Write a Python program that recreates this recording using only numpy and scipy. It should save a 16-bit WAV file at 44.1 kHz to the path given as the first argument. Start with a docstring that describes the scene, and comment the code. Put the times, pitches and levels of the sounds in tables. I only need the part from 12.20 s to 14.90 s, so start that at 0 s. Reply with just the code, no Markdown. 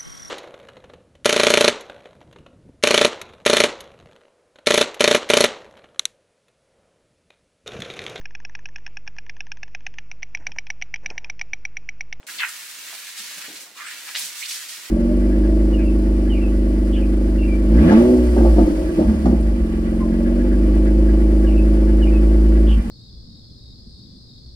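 """At a salon basin, a hand shower rinses hair. Fine drops hiss on the hair, and coarser ones spatter
when the jet sweeps over glove and basin. Pockets between the cupped hand and the wet hair squelch as
they fill and open. Shed water slaps into the bowl, which rings faintly, and air gulps in the drain."""
import sys
import numpy as np
from scipy import signal
from scipy.fft import rfft, irfft
from scipy.io import wavfile
from scipy.ndimage import uniform_filter1d

SR = 44100
rng = np.random.default_rng(int(sys.argv[2]) if len(sys.argv) > 2 else 0)


def digitize_waveform(pressure):
    """Quantize a signal to 16-bit integers and store it at the path in sys.argv[1].

    Rows of a 2-D input are taken as channels; values are limited to [-1, 1].
    """
    field = np.atleast_2d(pressure).T
    bounded = np.clip(field, -1, 1)
    quanta = np.round(bounded * 32767).astype(np.int16)
    wavfile.write(sys.argv[1], SR, quanta)


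N = 119070
T = np.arange(N) / SR
HZ = np.maximum(np.arange(N // 2 + 1) * SR / N, 1)


def from_db(db):
    """Turn decibels into a number to multiply by."""
    return 10 ** (np.asarray(db) / 20)


def unit_power(x):
    """Scale a sound to an average power of 1."""
    return x / np.sqrt(np.mean(x ** 2) + 1e-20)


def at_hz(points):
    """Read a table of (Hz, value) at every frequency."""
    hz, value = np.transpose(points)
    return np.interp(np.log(HZ), np.log(hz), value)


def in_time(points):
    """Read a table of (seconds, value) at every sample."""
    return np.interp(T, *np.transpose(points))


def filtered(x, gain):
    """Turn each frequency up or down by its own gain."""
    return irfft(rfft(x) * gain, N)


def low_cut_db(hz):
    """Fade out the tones below hz: small things give off little bass."""
    return -10 * np.log10(1 + (hz / HZ) ** 6)


def delayed(x, ms):
    """Delay both sides by a time that may keep changing."""
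    return np.array([np.interp(T - ms / 1000, T, side) for side in x])


def drift(hz):
    """A random wobble of about size 1, mostly slower than hz."""
    return unit_power(filtered(rng.standard_normal(N), 1 / (1 + (HZ / hz) ** 2)))


def swell(peak_s, rise_s, fall_s):
    """A rounded rise to 1, then a fading tail."""
    rise = np.minimum(T - peak_s, 0) / rise_s
    fall = np.clip((T - peak_s) / fall_s, 0, 40)
    return np.exp(-rise ** 2 - fall)


def ring(clicks, hz, fade_s):
    """Each click starts a tone that fades by 60 dB in fade_s."""
    decay, angle = from_db(-60 / (fade_s * SR)), 2 * np.pi * hz / SR
    feedback = [1, -2 * decay * np.cos(angle), decay ** 2]
    return signal.lfilter([0, decay * np.sin(angle)], feedback, clicks + 1e-18)


def drops(per_s, spread_db):
    """Three streams of random clicks of uneven size: one shared, one for each side."""
    sizes = from_db(spread_db * np.minimum(rng.exponential(1, (3, N)), 5))
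    signs = rng.choice([-1, 1], (3, N))
    return unit_power(sizes * signs * (rng.random((3, N)) < per_s / SR))


# How alike the two sides sound. Each row: frequency in Hz, likeness (1 or more means the same).
LIKENESS = [(150, 1.23), (500, 0.73), (1400, 0.73), (2800, 0.43), (5600, 0.34), (12000, 0.14)]

def stereo(streams, colour_db=0):
    """Colour three streams and mix them to left and right, alike in the bass but not in the treble."""
    alike, gain = np.clip(at_hz(LIKENESS), 0, 1), from_db(colour_db)
    shared = filtered(streams[0], gain * np.sqrt(alike))
    sides = filtered(streams[1:], gain * np.sqrt(1 - alike))
    return unit_power(shared + sides)


# The flow down the bowl. Each row: time in seconds, level in dB.
RUNOFF_LEVEL = [(0, -57), (.15, -56), (.24, -61), (.45, -61), (.7, -58.5), (.93, -63), (1.08, -58),
                (1.26, -54), (1.34, -54), (1.55, -59.5), (1.85, -58.5), (1.94, -62), (2.05, -54),
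                (2.2, -64), (2.7, -56.5)]
# Its tone colour. Each row: frequency in Hz, level in dB.
RUNOFF_COLOUR = [(30, -50), (65, -32), (105, -17), (160, -2.5), (250, 1.5), (315, 4), (390, -1), (600, 4),
                 (1000, -3), (2500, -10.5), (8000, -12.5), (16000, -40)]

def runoff():
    """Water runs down the bowl with a low, uneven trickle."""
    level = from_db(in_time(RUNOFF_LEVEL) + 1.05 * drift(36))
    return level * stereo(drops(per_s=2000, spread_db=2.6), at_hz(RUNOFF_COLOUR))


# The tones in one smack. Each row: multiple of its pitch, level in dB.
SMACK_TONES = [(.66, -4), (1, -2), (1.33, 0)]

def smack(hz, cycles):
    """Water lands with a short, dead ring: small drops sound high, large lumps low."""
    click = signal.unit_impulse(SR // 20)
    tones = sum(from_db(db) * ring(click, ratio * hz, cycles / hz) for ratio, db in SMACK_TONES)
    band = signal.butter(2, [hz / 2, hz * 1.4], "band", fs=SR, output="sos")
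    hit = signal.sosfilt(band, tones)
    return hit / np.abs(hit).max()


# Water landing. Each row: start in seconds, level in dB, pitch in Hz, length of the ring in cycles.
SLAPS = [(.030, -35, 2400, 10), (.0885, -28, 2200, 14), (.2864, -23, 7400, 20), (.2918, -20, 7800, 26),
         (.7278, -28, 1800, 16), (1.1818, -27, 8000, 14), (1.9482, -20, 3100, 12),
         (1.9522, -11.5, 2900, 18), (1.9572, -20, 4600, 10), (1.9581, -16, 2900, 12),
         (1.9605, -11, 3300, 15), (2.2848, -20, 5700, 20), (2.2978, -17, 6000, 26), (2.309, -18, 3400, 16),
         (2.3124, -17, 4400, 22), (2.321, -18, 4000, 18), (2.4935, -24, 3500, 16)]

def slaps(echo_db=-7.5, echo_fade_s=0.17):
    """Lumps of water and heavy drops smack down, and the sound scatters round the bowl."""
    hits = np.zeros(N + SR)
    for start_s, db, hz, cycles in SLAPS:
        hit, at = from_db(db) * smack(hz, cycles), int(start_s * SR)
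        hits[at:at + len(hit)] += hit
    scatter = rng.standard_normal((2, N)) * from_db(-60 * np.minimum(T / echo_fade_s, 3))
    scatter /= np.linalg.norm(scatter, axis=1, keepdims=True)
    echo = signal.fftconvolve(hits[None, :N], scatter)[:, :N]
    return hits[:N] + from_db(echo_db) * echo


# The spray, which dips while the hand covers it. Each row: time in seconds, level in dB.
SPRAY_LEVEL = [(.07, -36.5), (.17, -35.5), (.33, -35.5), (.52, -37.5), (.75, -34.5), (.95, -35.5),
               (1.03, -35), (1.22, -34), (1.38, -37.5), (1.47, -42.5), (1.51, -47), (1.548, -47),
               (1.575, -37), (1.72, -36), (1.85, -36.5), (2.15, -35), (2.44, -36), (2.7, -37)]
# Its tone colour. Each row: frequency in Hz, level in dB.
SPRAY_COLOUR = [(250, -55), (450, -19), (750, -16), (1000, -10), (1330, -6), (1680, -1.5), (2300, -1),
                (3100, -2), (4000, -1), (5500, -2.5), (8000, -2), (10000, -5), (12500, -6.5), (15500, -9)]
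# How its treble dulls and returns. Each row: time in seconds, change in dB.
SPRAY_TREBLE = [(.1, 0), (.7, -1.5), (1.05, -4), (1.33, -3.5), (1.5, -2), (1.62, -5.5), (1.9, 0),
                (2.2, -1.5), (2.7, -1.5)]

def spray(start_s=0.066, attack_s=0.0024, mist_db=5.5, flutter_db=0.97, bubble_db=-22.5, tick_db=-12):
    """Fine drops and smooth mist hiss on the hair; bubbles and ticks rise and sink with them."""
    grains = drops(per_s=5000, spread_db=3) + from_db(mist_db) * rng.standard_normal((3, N))
    hiss = stereo(grains, at_hz(SPRAY_COLOUR) + low_cut_db(660))
    treble = filtered(hiss, from_db(low_cut_db(6300)))
    hiss += (from_db(in_time(SPRAY_TREBLE)) - 1) * treble
    opening = np.clip((T - start_s) / attack_s, 0, 1)
    level = opening * from_db(in_time(SPRAY_LEVEL) + flutter_db * drift(40))
    return level * (hiss + from_db(bubble_db) * bubbles() + from_db(tick_db) * ticks())


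def bubbles(pitches=48, cycles=21):
    """Small bubbles ring briefly in the wet hair."""
    clicks, choice = drops(per_s=290, spread_db=3.5), rng.integers(0, pitches, N)
    rings = sum(np.sqrt(hz) * ring(clicks * (choice == k), hz, cycles / hz)
                for k, hz in enumerate(np.geomspace(1450, 7000, pitches)))
    return stereo(rings, low_cut_db(630))


def ticks(pitches=10, cycles=14):
    """Stray droplets tick on the glaze, each at a pitch picked by chance."""
    clicks, choice = drops(per_s=70, spread_db=2), rng.integers(0, pitches, N)
    rings = sum(signal.fftconvolve(clicks * (choice == k), smack(hz, cycles)[None])[:, :N]
                for k, hz in enumerate(np.geomspace(4000, 11000, pitches)))
    return stereo(rings)


# Close echoes off bowl and hands. Each row: delay in milliseconds, level in dB.
REFLECTIONS = [(1.3, -18.5), (2.1, -19.5), (3.2, -16), (4.4, -27), (5.9, -11.5), (7.7, -11), (10.3, -13)]

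def reflections(x, wander_ms=0.25, wander_hz=1.3):
    """Echo paths wander as the sprayer moves, giving the hiss a shifting, hollow colour."""
    echoes = sum(from_db(db) * delayed(x, ms + wander_ms * drift(wander_hz)) for ms, db in REFLECTIONS)
    return (x + echoes) / np.sqrt(1 + sum(from_db(db) ** 2 for _, db in REFLECTIONS))


# The basin's own tones. Each row: pitch in Hz, relative level in dB.
BOWL_TONES = [(973, -5), (1421, -2), (1653, -8), (1815, -9), (1941, -5), (2200, -2), (2414, -6), (2556, -6),
              (2795, -6), (2922, -6), (3304, -5), (4187, -6), (6009, -7), (9626, -4)]

def bowl(x, width_hz=22, ring_db=-3):
    """The hollow of the basin rings along, lifting a few narrow tones."""
    rings = sum(from_db(db) / (1 + 2j * (HZ - hz) / width_hz) for hz, db in BOWL_TONES)
    return filtered(x, 1 + from_db(ring_db) * rings)


def churn():
    """The jet stirs trapped water into a dense crackle."""
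    return stereo(drops(per_s=4100, spread_db=4))


# Water pockets under the hand. Each row: peak time, rise and fall in seconds, level in dB,
# pitch in Hz, glide in octaves per second, width in octaves, left minus right in dB.
SQUELCHES = [(.09, .006, 0.023, -39, 1800, -12, 0.54, -1), (.24, 0.041, 0.048, -32.5, 2080, -4, .7, 2),
             (.732, 0.0054, 0.017, -43.5, 1410, 2, 1.7, 0), (1.245, 0.0081, 0.027, -38, 1940, 26, 0.48, 1),
             (1.283, 0.0033, 0.029, -47, 560, -8, 0.73, -4), (1.465, .008, 0.048, -52.5, 1200, -6, 1.7, -2),
             (1.6, .028, 0.088, -39.5, 1213, 4.5, 0.32, 1.5),
             (1.614, 0.035, 0.029, -41, 1940, -11, 0.33, -2.5),
             (1.685, 0.062, 0.09, -38, 2100, 6.5, 0.68, 0), (1.675, 0.027, 0.048, -42, 8100, 1, 0.081, -1),
             (1.894, 0.019, 0.012, -39, 1730, -3, 0.93, 1), (1.965, 0.018, 0.06, -48, 720, 13, .34, -2),
             (2.224, .007, .018, -35.5, 2255, 2, .22, 0), (2.24, .013, .016, -33.5, 3200, 4, .55, -1.5),
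             (2.258, .003, .007, -30.5, 4200, 20, .55, 0), (2.41, 0.053, 0.028, -43.5, 1700, 0, 0.31, -1)]

def squelches(bands=24):
    """The jet churns in pockets, each with a broad pitch that glides as it changes size."""
    spectrum = rfft(churn())
    edges, times = np.geomspace(340, 10000, bands + 1), T[::32]
    centres = np.sqrt(edges[1:] * edges[:-1])[:, None]
    power = np.zeros((2, bands, len(times)))
    # Share each pocket's power among the frequency bands near its pitch.
    for peak_s, rise_s, fall_s, db, hz, glide, width, pan_db in SQUELCHES:
        octaves_away = np.log2(centres / hz) - glide * np.clip(times - peak_s, -rise_s * 2, fall_s * 2)
        share = 1 / (1 + (octaves_away / width) ** 4) ** 3
        level = from_db(db) * np.interp(times, T, swell(peak_s, rise_s, fall_s))
        pan = from_db([pan_db, -pan_db])[:, None, None]
        power += pan * share / share.sum(axis=0) * level ** 2
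    out = 0
    for k in range(bands):
        band = unit_power(irfft(spectrum * ((HZ >= edges[k]) & (HZ < edges[k + 1])), N))
        out += band * np.sqrt([np.interp(T, times, side) for side in power[:, k]])
    return out


# The gap between hand and hair. Each row: time in seconds, the sound's round trip in milliseconds.
GAP_TRIP = [(.18, 0.56), (.195, 0.8), (.21, 0.78), (.3, 1.16), (1.6, 1.01), (1.75, 0.43), (2.7, 0.42)]

def hand_gap(x, bounce_gain=0.28):
    """Sound bounces between hand and hair; its colour sinks as the gap opens and rises as it closes."""
    return sum(bounce_gain ** k * delayed(x, k * in_time(GAP_TRIP)) for k in range(3))


# The cupped hand floods and opens. Each row: time in seconds, level in dB, lowest tone in Hz,
# upper limit in Hz above which tones fade.
SURGES = [(.176, -48, 3100, 4800), (.186, -32, 2300, 4400), (.195, -27, 1330, 4400),
          (.208, -23.5, 1060, 4600), (.216, -26, 1020, 3100), (.224, -21.5, 980, 2900),
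          (.228, -30, 960, 2800), (.231, -22, 950, 2800), (.239, -18.5, 980, 2300), (.243, -26, 960, 2600),
          (.251, -23, 970, 2700), (.26, -33, 960, 2700), (.272, -32, 950, 2500), (.29, -48, 950, 2500)]
# The tones of that hollow. Each row: multiple of the lowest tone, level in dB.
HAND_TONES = [(1, -7), (1.58, -.5), (2.05, 2), (2.6, .5), (3.05, -1), (3.95, 1)]

def cupped_hand(width_hz=240):
    """The jet floods the cupped hand in surges; the hollow's tones plunge together as it opens."""
    water, tones = churn(), 0
    db, lowest_hz, top_hz = (in_time([(row[0], row[k]) for row in SURGES]) for k in (1, 2, 3))
    decay = np.exp(-np.pi * width_hz / SR)
    for ratio, tone_db in HAND_TONES:
        hz = ratio * lowest_hz
        # A gliding filter: shift this pitch down to 0 Hz, smooth, then shift it back.
        shift = np.exp(2j * np.pi * np.cumsum(hz) / SR)
        tone = signal.lfilter([(1 - decay) ** 2], [1, -2 * decay, decay ** 2], water / shift) * shift
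        tones += from_db(tone_db) / np.sqrt(1 + (hz / top_hz) ** 14) * tone.real
    power = uniform_filter1d(np.mean(tones ** 2, axis=0), size=300)
    steady = tones / np.sqrt(power + 1e-20)
    flooding = (T > SURGES[0][0]) * (T < SURGES[-1][0])
    return filtered(from_db(db) * flooding * steady, from_db(2 * low_cut_db(930)))


# The jet sweeps over glove and basin. Each row: peak time, rise and fall in seconds, level in dB,
# brightness in dB per octave.
SWEEPS = [(.292, 0.0073, 0.016, -34.5, 19), (0.984, 0.022, 0.14, -34, 5.5), (1.186, 0.0078, 0.009, -38, 12),
          (1.366, 0.0095, 0.039, -38.5, 2.5), (1.412, 0.0094, 0.031, -37, 11),
          (1.892, 0.018, 0.012, -37, 0), (1.973, 0.021, 0.027, -26.5, -0.5), (1.999, 0.02, 0.012, -27, 19),
          (2.025, 0.021, 0.031, -27.5, 5), (2.051, 0.009, 0.042, -29.5, 8.5),
          (2.205, .038, 0.091, -34, 7.5), (2.295, 0.0097, .02, -29.5, 6.5), (2.318, 0.018, 0.1, -29, 5.5),
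          (2.492, 0.0083, 0.09, -34, 5)]
# The spatter's tone colour. Each row: frequency in Hz, level in dB.
SPATTER_COLOUR = [(290, -67), (500, -35), (569, -28), (783, -28), (866, -30), (1940, 2), (4300, 5),
                  (8370, -2.5), (15800, -15.5)]

def spatters():
    """Coarser drops hit hard, wet surfaces, each sweep with its own brightness."""
    patter = stereo(drops(per_s=4700, spread_db=2), at_hz(SPATTER_COLOUR) + low_cut_db(550))
    out = 0
    for peak_s, rise_s, fall_s, db, tilt_db in SWEEPS:
        brightness = from_db(tilt_db * np.log2(np.minimum(HZ, 9000)))
        sweep = filtered(np.roll(patter, rng.integers(N), axis=1), brightness)
        out += from_db(db) * swell(peak_s, rise_s, fall_s) * unit_power(sweep)
    return out


# Air in the drain. Each row: start in seconds, relative level in dB, starting pitch in Hz,
# seconds to fade by 60 dB, seconds to swell.
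GULPS = [(.994, -41, 197, 0.076, 0.013), (1.163, -48.5, 170, 0.096, 0.0077), (1.279, -48, 492, .075, .002),
         (1.279, -48.5, 297, 0.15, 0.0024), (1.286, -45, 690, 0.021, 0.0025),
         (1.28, -52.5, 153, 0.11, 0.0027), (1.295, -43, 288, .09, 0.006),
         (1.321, -37.5, 307, 0.068, 0.0092), (2.023, -44.5, 256, 0.073, 0.012),
         (2.042, -50.5, 182, 0.12, .013)]

def drain_gulps(rise_per_s=1.37, rough_db=1.5, wobble_radians=0.75, wobble_hz=63):
    """Large bubbles gulp in the drain, wobbling and rising in pitch."""
    roughness = from_db(rough_db * drift(wobble_hz))
    wobble = wobble_radians * drift(wobble_hz)
    out = 0
    for start_s, db, hz, fade_s, attack_s in GULPS:
        age = np.clip(T - start_s, 0, 1)
        level = (1 - np.exp(-(age / attack_s) ** 2)) * from_db(db - 60 * age / fade_s)
        phase = 2 * np.pi * hz * (age + rise_per_s * age ** 2 / 2)
        out += 2 * level * np.sin(phase + wobble)
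    return filtered(roughness * out, from_db(2 * low_cut_db(117)))


# The balance of the two sides. Each row: frequency in Hz, left minus right in dB.
BALANCE = [(60, 0.5), (120, 0.0), (240, 1.1), (480, -0.7), (950, -0.4), (1890, -2), (3770, 0.59),
           (7520, -2.5), (15000, -2.0)]

def scene():
    """All the water in the bowl, a little to the right."""
    jet = spray() + spatters() + hand_gap(squelches())
    water = bowl(reflections(jet)) + cupped_hand() + slaps() + runoff() + drain_gulps()
    return filtered(water, from_db(at_hz(BALANCE) * np.array([[.5], [-.5]])))


def record(dry):
    """Cut the treble steeply above 15800 Hz."""
    return signal.sosfilt(signal.ellip(12, .1, 80, 15800, fs=SR, output="sos"), dry)


dry = scene()
out = record(dry)
digitize_waveform(out)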